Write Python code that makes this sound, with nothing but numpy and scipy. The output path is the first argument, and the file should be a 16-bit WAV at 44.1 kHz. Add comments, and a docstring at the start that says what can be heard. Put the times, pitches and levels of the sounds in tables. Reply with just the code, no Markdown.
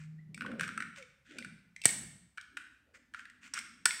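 """A bare, tiled room, close up: two hands fit a metal-rimmed spinning top onto a plastic launcher.
A low hum fades out at the start. Palms rub the hollow grip, plastic scrapes on plastic, and
fingers drag on the shell and squeak twice. Light contacts knock out ticks, rattles and a clack;
the catch snaps three times, ringing shell, rim and grip. The hard walls add a diffuse tail."""
import sys
import numpy as np
from scipy import signal
from scipy.fft import rfft, irfft, next_fast_len
from scipy.io import wavfile
from scipy.ndimage import map_coordinates

SR = 44100
rng = np.random.default_rng(int(sys.argv[2]) if len(sys.argv) > 2 else 0)


def dump_mix(stems):
    """Bounce the given channels to the path in sys.argv[1] as a 16-bit WAV at rate SR."""
    frames = np.atleast_2d(stems).T  # one column per channel
    limited = np.clip(frames, -1, 1)  # hard clip at full scale
    pcm = np.round(limited * 32767).astype(np.int16)
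    wavfile.write(sys.argv[1], SR, pcm)


N = 176400
TIME = np.arange(N) / SR
HIT_TIME = np.arange(SR // 16) / SR
SHELL_CUT_HZ = 1173  # small parts radiate little below this
SCUFF_S = .003
HANDLING_WET_DB = -1.5

# spectrum of a dull knock on plastic: f/Hz, level/dB
KNOCK_COLOUR = [(800, -11), (1450, 9), (2300, 1.5), (4500, -8), (15000, -44)]
# spectrum of the bright crack of a contact: f/Hz, level/dB
CRACK_COLOUR = [(1500, -16), (5600, 0), (7000, -7), (8400, 6.5), (10000, -13), (15500, -25)]
# low mode of the top's metal rim: f/Hz, level/dB, t60/s
RIM_LOW_MODE = [(5570, 0, .013)]


def amp(db):
    """Decibels to gain."""
    return 10 ** (np.asarray(db) / 20)


def unit(x):
    """Scaled to rms 1."""
    return x / np.sqrt(np.mean(x ** 2) + 1e-20)


def blow(x, contact_s=.008):
    """Scaled to the energy of rms 1 lasting contact_s."""
    return x / np.sqrt(np.sum(x ** 2) / (contact_s * SR))


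def along(points, hz):
    """A curve read on a log frequency axis."""
    freqs, values = np.transpose(points)
    return np.interp(np.log(hz + 1), np.log(freqs + 1), values)


def wobble(rate):
    """A smooth random curve, rate knots a second."""
    return map_coordinates(rng.standard_normal(int(N * rate / SR) + 4), [TIME * rate])


def filtered(x, gain):
    """EQ by a gain that depends on frequency."""
    size = x.shape[-1]
    padded = next_fast_len(size + 8192)
    return irfft(rfft(x, padded) * gain(np.fft.rfftfreq(padded, 1 / SR)), padded)[..., :size]


def high_pass(x, hz, order):
    """Rolls off the lows below hz."""
    return signal.sosfilt(signal.butter(order, hz, 'highpass', fs=SR, output='sos'), x)


def noise(colour, size=N):
    """Coloured noise of rms 1."""
    return unit(filtered(rng.standard_normal(size), lambda hz: amp(along(colour, hz))))


def add(track, s, sound):
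    """Mixes a sound into the track at time s."""
    i = max(round(s * SR), 0)
    track[i:i + len(sound)] += sound[:N - i]


def decay(t, t60):
    """Falls by 60 dB in t60."""
    return np.exp(-np.log(1000) * t / t60)


def stroke(s, length):
    """A smooth swell and fall."""
    return np.sin(np.pi * np.clip((TIME - s) / length, 0, 1))


def in_room(x, wet_db, onset_s=0.0013):
    """The sound plus a fresh diffuse tail from the hard walls."""
    # decay of the tiled room: f/Hz, t60/s
    room_t60 = [(500, 0.67), (4000, 0.66), (14000, 0.5)]
    # tone of the tail: f/Hz, level/dB
    colour = [(60, -17.5), (170, -5), (700, -8.5), (1600, -3), (8000, -4.5)]
    hz, t, bands = signal.stft(rng.standard_normal(SR), SR, nperseg=256)
    bands = bands * decay(t, along(room_t60, hz)[:, None])
    tail = signal.istft(bands, SR, nperseg=256)[1][:SR]
    tail = filtered(tail / np.linalg.norm(tail), lambda f: amp(along(colour, f)))
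    response = amp(wet_db) * tail * (1 - np.exp(-(TIME[:SR] / onset_s) ** 2))
    response[0] = 1  # direct sound
    return signal.fftconvolve(x, response)


def hum(hz=156, level_db=-48.5, hold_s=0.17, fade_db_per_s=59):
    """A low, faintly wavering tone holds for a moment, then fades."""
    pitch = hz * (1 + 0.004 * wobble(14))
    tone = np.sqrt(2) * np.sin(2 * np.pi * np.cumsum(pitch) / SR)
    return tone * amp(level_db - fade_db_per_s * np.maximum(TIME - hold_s, 0))


def room_tone(level_db=-74):
    """A quiet, steady bed of noise."""
    # spectrum of the still room: f/Hz, level/dB
    colour = [(70, 1), (400, -23.5), (1500, -22), (15000, -38.5)]
    return amp(level_db) * noise(colour)


def palm_rub(lump_db=2, width_hz=45, steepness=1.81):
    """Palms rub the launcher; the hollow of the grip resonates and shifts as the fingers move."""
    # course of the rubbing: t/s, level/dB, grip resonance/Hz
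    rubbing = [(0.269, -62, 160), (.52, -45.5, 240.7), (.62, -49, 179), (.8, -52.5, 220),
               (1.24, -82.5, 130.2), (1.312, -58, 313.3), (1.461, -52.5, 190), (1.8, -75.5, 160.7),
               (2.03, -49, 168.6), (2.4, -83, 170.6), (2.55, -67.5, 296.3), (2.8, -81, 260),
               (3.791, -65, 221.6), (4, -79, 199.6)]
    s, db, hz = np.transpose(rubbing)
    phase = 2 * np.pi * np.cumsum(np.interp(TIME, s, hz)) / SR
    rumble = filtered(rng.standard_normal((2, N)), lambda f: 1 / (1 + (f / width_hz) ** steepness))
    band = unit(rumble[0] * np.cos(phase) + rumble[1] * np.sin(phase))  # centred on the resonance
    return amp(np.interp(TIME, s, db) + lump_db * wobble(25)) * band


def friction(strokes, colour, grain_db=3.0, grain_rate=350):
    """Sliding surfaces catch and slip in small grains."""
    slips = rng.standard_normal(N) * amp(grain_db * wobble(grain_rate))
    grains = unit(filtered(slips, lambda hz: amp(along(colour, hz))))
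    return grains * sum(amp(db) * stroke(s, length) for s, length, db in strokes)


def plastic_scrapes():
    """Plastic slides on plastic in short, bright strokes."""
    # slides: t/s, length/s, level/dB
    strokes = [(-.06, .13, -61.5), (.585, 0.077, -48.5), (.95, 0.062, -53), (2.935, 0.044, -58.5),
               (3.13, 0.11, -62), (3.41, 0.082, -54.5), (3.535, 0.073, -41)]
    # spectrum of sliding plastic: f/Hz, level/dB
    colour = [(750, -22), (1400, 4), (2400, 2), (3800, -11.5), (8300, -9), (10500, -31.5)]
    return friction(strokes, colour)


def squeaks_and_clack(jitter=0.032):
    """Two short gliding finger squeaks and one brief, falling plastic clack."""
    # squeak, clack, squeak: t/s, length/s, start f/Hz, end f/Hz, level/dB
    glides = [(.182, .024, 1785, 2214, -60), (0.447, 0.0067, 1290, 926, -37.5),
              (0.969, 0.083, 588.4, 461, -54.5)]
    out = np.zeros(N)
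    for s, length, start_hz, end_hz, db in glides:
        hz = np.interp(TIME, [s, s + length], [start_hz, end_hz]) * (1 + jitter * wobble(340))
        out += amp(db) * stroke(s, length) * np.sin(2 * np.pi * np.cumsum(hz) / SR)
    return out


def scuff(level_db=-12):
    """The parts graze each other just before they meet."""
    rise = np.linspace(0, 1, int(SCUFF_S * SR)) ** 2
    return amp(level_db) * rise * (noise(KNOCK_COLOUR, len(rise)) + noise(CRACK_COLOUR, len(rise)) / 2)


def ring(modes, scatter_db=1, detune=0.0015):
    """Damped modes; the grip shifts them a little at every blow."""
    out = np.zeros(len(HIT_TIME))
    for hz, db, t60 in modes:
        louder, sharper, polarity = rng.standard_normal(3)
        tone = np.sign(polarity) * np.sin(2 * np.pi * hz * (1 + detune * sharper) * HIT_TIME)
        out += amp(db + scatter_db * louder) * decay(HIT_TIME, t60) * tone
    return out


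def burst(colour, t60, attack_s=0.00079):
    """The short noise of a contact."""
    return noise(colour, len(HIT_TIME)) * decay(HIT_TIME, t60) * (1 - np.exp(-HIT_TIME / attack_s))


def shell(hz, knock_db, t60, base_hz=1450):
    """The plastic rings and knocks; the part that is struck sets the pitch."""
    # shell modes at the base pitch: f/Hz, level/dB, t60/s
    modes = [(1420.6, 2, 0.022), (1660, -4, 0.013), (2233, -5, 0.011), (2764, -10.5, 0.011)]
    shift = hz / base_hz
    ringing = ring([(f * shift, db, life) for f, db, life in modes])
    knock = burst([(f * shift, db) for f, db in KNOCK_COLOUR], t60)
    return ringing + amp(knock_db) * knock


def plastic_clicks(chatter_s=.003, chatter_db=-14.5, rim_db=-12):
    """Each light contact knocks the shell, with an edge of crack and metal rim, and chatters once."""
    # contacts: t/s, level/dB, pitch of the struck part/Hz, edge relative to body/dB
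    contacts = [(0.345, -48.5, 2340, -3.5), (0.377, -48, 1550, -11.5), (0.4091, -37.5, 1535, -29),
                (0.42, -40.5, 1470, -20), (0.463, -41, 1547, -25), (0.5163, -47, 1420, -20),
                (0.596, -35.5, 1627, -14), (0.609, -31, 1480, -13.5), (0.633, -36, 1520, -18),
                (0.64, -39, 1480, -21), (0.678, -44.5, 1335, -6.5), (0.6904, -38.5, 1450, -27),
                (0.7765, -34, 1390, -14.5), (0.804, -37.5, 1520, -15), (0.823, -38.5, 1536, -16),
                (0.961, -55, 2480, -10.5), (1.025, -52.5, 2295, -9.5), (1.385, -44.5, 2420, -4),
                (1.387, -47.5, 1500, -7.5), (1.425, -47, 2050, -23), (1.447, -44, 1510, -11),
                (1.763, -46.5, 2074, -11), (1.817, -48.5, 2713, -4), (1.838, -45, 2304, -4.5),
                (1.846, -41, 2320, -4), (1.891, -37.5, 2200, -22), (2.375, -47.5, 1520, -13.5),
                (2.381, -41, 1498, -25), (2.412, -55, 3280, -3.5), (2.57, -41, 1617, -13),
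                (2.573, -40, 1530, -13.5), (3.138, -49.5, 1600, -14), (3.146, -40.5, 1446, -28),
                (3.194, -46, 1600, -22.5), (3.254, -49.5, 1740, -19), (3.299, -56.5, 1850, -9),
                (3.576, -41.5, 1420, -9), (3.589, -46, 2206, 3.5), (3.908, -33.5, 2260, -18)]
    out = np.zeros(N)
    for s, db, hz, edge_db in contacts:
        cut_hz = SHELL_CUT_HZ * hz / 1450  # the low cut tracks the pitch
        tick = np.zeros(2 * len(HIT_TIME))
        add(tick, 0, scuff())
        for delay, touch_db in [(0, 0), (chatter_s * rng.uniform(0.55, 1), chatter_db)]:
            body = blow(high_pass(shell(hz, knock_db=-4, t60=.014), cut_hz, order=6))
            edge = blow(burst(CRACK_COLOUR, t60=0.012) + amp(rim_db) * ring(RIM_LOW_MODE))
            add(tick, SCUFF_S + delay, amp(touch_db) * (body + amp(edge_db) * edge))
        add(out, s - SCUFF_S, in_room(amp(db) * tick, HANDLING_WET_DB))
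    return out


def skin_drags():
    """Skin drags over the shell with a soft, dull friction."""
    # drags: t/s, length/s, level/dB
    strokes = [(.4, 0.27, -53.5), (1.31, 0.14, -64.5), (2.84, 0.19, -74)]
    # spectrum of skin on plastic: f/Hz, level/dB
    colour = [(170, -16), (520, 8.5), (800, -10), (6000, -47.5)]
    return friction(strokes, colour)


def rasp():
    """One faint, grainy slide with a nasal midrange."""
    # the slide: t/s, length/s, level/dB
    strokes = [(1.24, 0.18, -58.5)]
    # its spectrum: f/Hz, level/dB
    colour = [(1000, -30.5), (1450, 6.5), (3500, -3.5), (4300, -12), (8300, -13), (11000, -40)]
    return friction(strokes, colour)


def hard_contact(hz, plastic_db, shell_db=-7, crack_db=-4):
    """Plastic strikes home: a shell knock under a bright crack."""
    body = amp(shell_db + plastic_db) * shell(hz, knock_db=2, t60=0.015)
    return body + amp(crack_db) * burst(CRACK_COLOUR, t60=0.026)


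def catch_snaps(rebound_s=.003, rebound_db=-3, wet_db=-3):
    """The catch lets go: shell, metal rim and grip ring together, then the parts rebound."""
    # snaps: t/s, level/dB, trims for low rim/dB, high rim/dB, thump/dB, plastic/dB, plastic pitch/Hz
    snaps = [(1.8556, -14.5, -16, 5, -4, -1.5, 1900), (3.538, -31, 3.5, -0.5, -44, -2.5, 1450),
             (3.8565, -15.5, -2.5, -0.5, -22.5, 3, 1508)]
    # high modes of the metal rim: f/Hz, level/dB, t60/s
    rim_high_modes = [(7930, -2, .016), (8170, 0, .016), (8600, -3, .013)]
    # modes of the hollow grip: f/Hz, level/dB, t60/s
    grip_modes = [(111, -2, 0.021), (250, -3.5, 0.019), (715, -3, 0.0083)]
    out = np.zeros(N)
    for s, db, low_db, high_db, thump_db, plastic_db, hz in snaps:
        rim = amp(low_db) * ring(RIM_LOW_MODE) + amp(high_db) * ring(rim_high_modes)
        clack = high_pass(hard_contact(hz, plastic_db) + rim, SHELL_CUT_HZ, order=2)
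        thump = amp(thump_db) * high_pass(ring(grip_modes), hz=124, order=3)  # the thump carries no deep bass
        add(out, s - SCUFF_S, amp(db) * scuff())
        add(out, s, in_room(amp(db) * (clack + thump), wet_db))
        rebound = amp(db + rebound_db) * hard_contact(hz, plastic_db)
        add(out, s + rebound_s, in_room(rebound, wet_db))
    return out


def scene(width_db=-17):
    """Everything sits in the middle; only the treble of the snaps spreads a little."""
    sliding = plastic_scrapes() + skin_drags() + rasp()
    snaps = catch_snaps()
    clicks = plastic_clicks()
    handling = in_room(sliding + squeaks_and_clack(), HANDLING_WET_DB)[:N]
    mid = snaps + clicks + handling + palm_rub() + hum() + room_tone()
    # the side is the treble of the snaps, turned by 90 degrees
    side = amp(width_db) * filtered(snaps, lambda hz: 1j * np.clip((hz - 3500) / 4500, 0, 1.5))
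    return np.array([mid + side, mid - side])


def record(dry, low_cut_hz=55, top_hz=15900):
    """A low cut clears the deep bass and a steep high cut closes off the top."""
    return filtered(high_pass(dry, low_cut_hz, order=4), lambda hz: 1 / (1 + (hz / top_hz) ** 120))


dry = scene()
out = record(dry)
dump_mix(out)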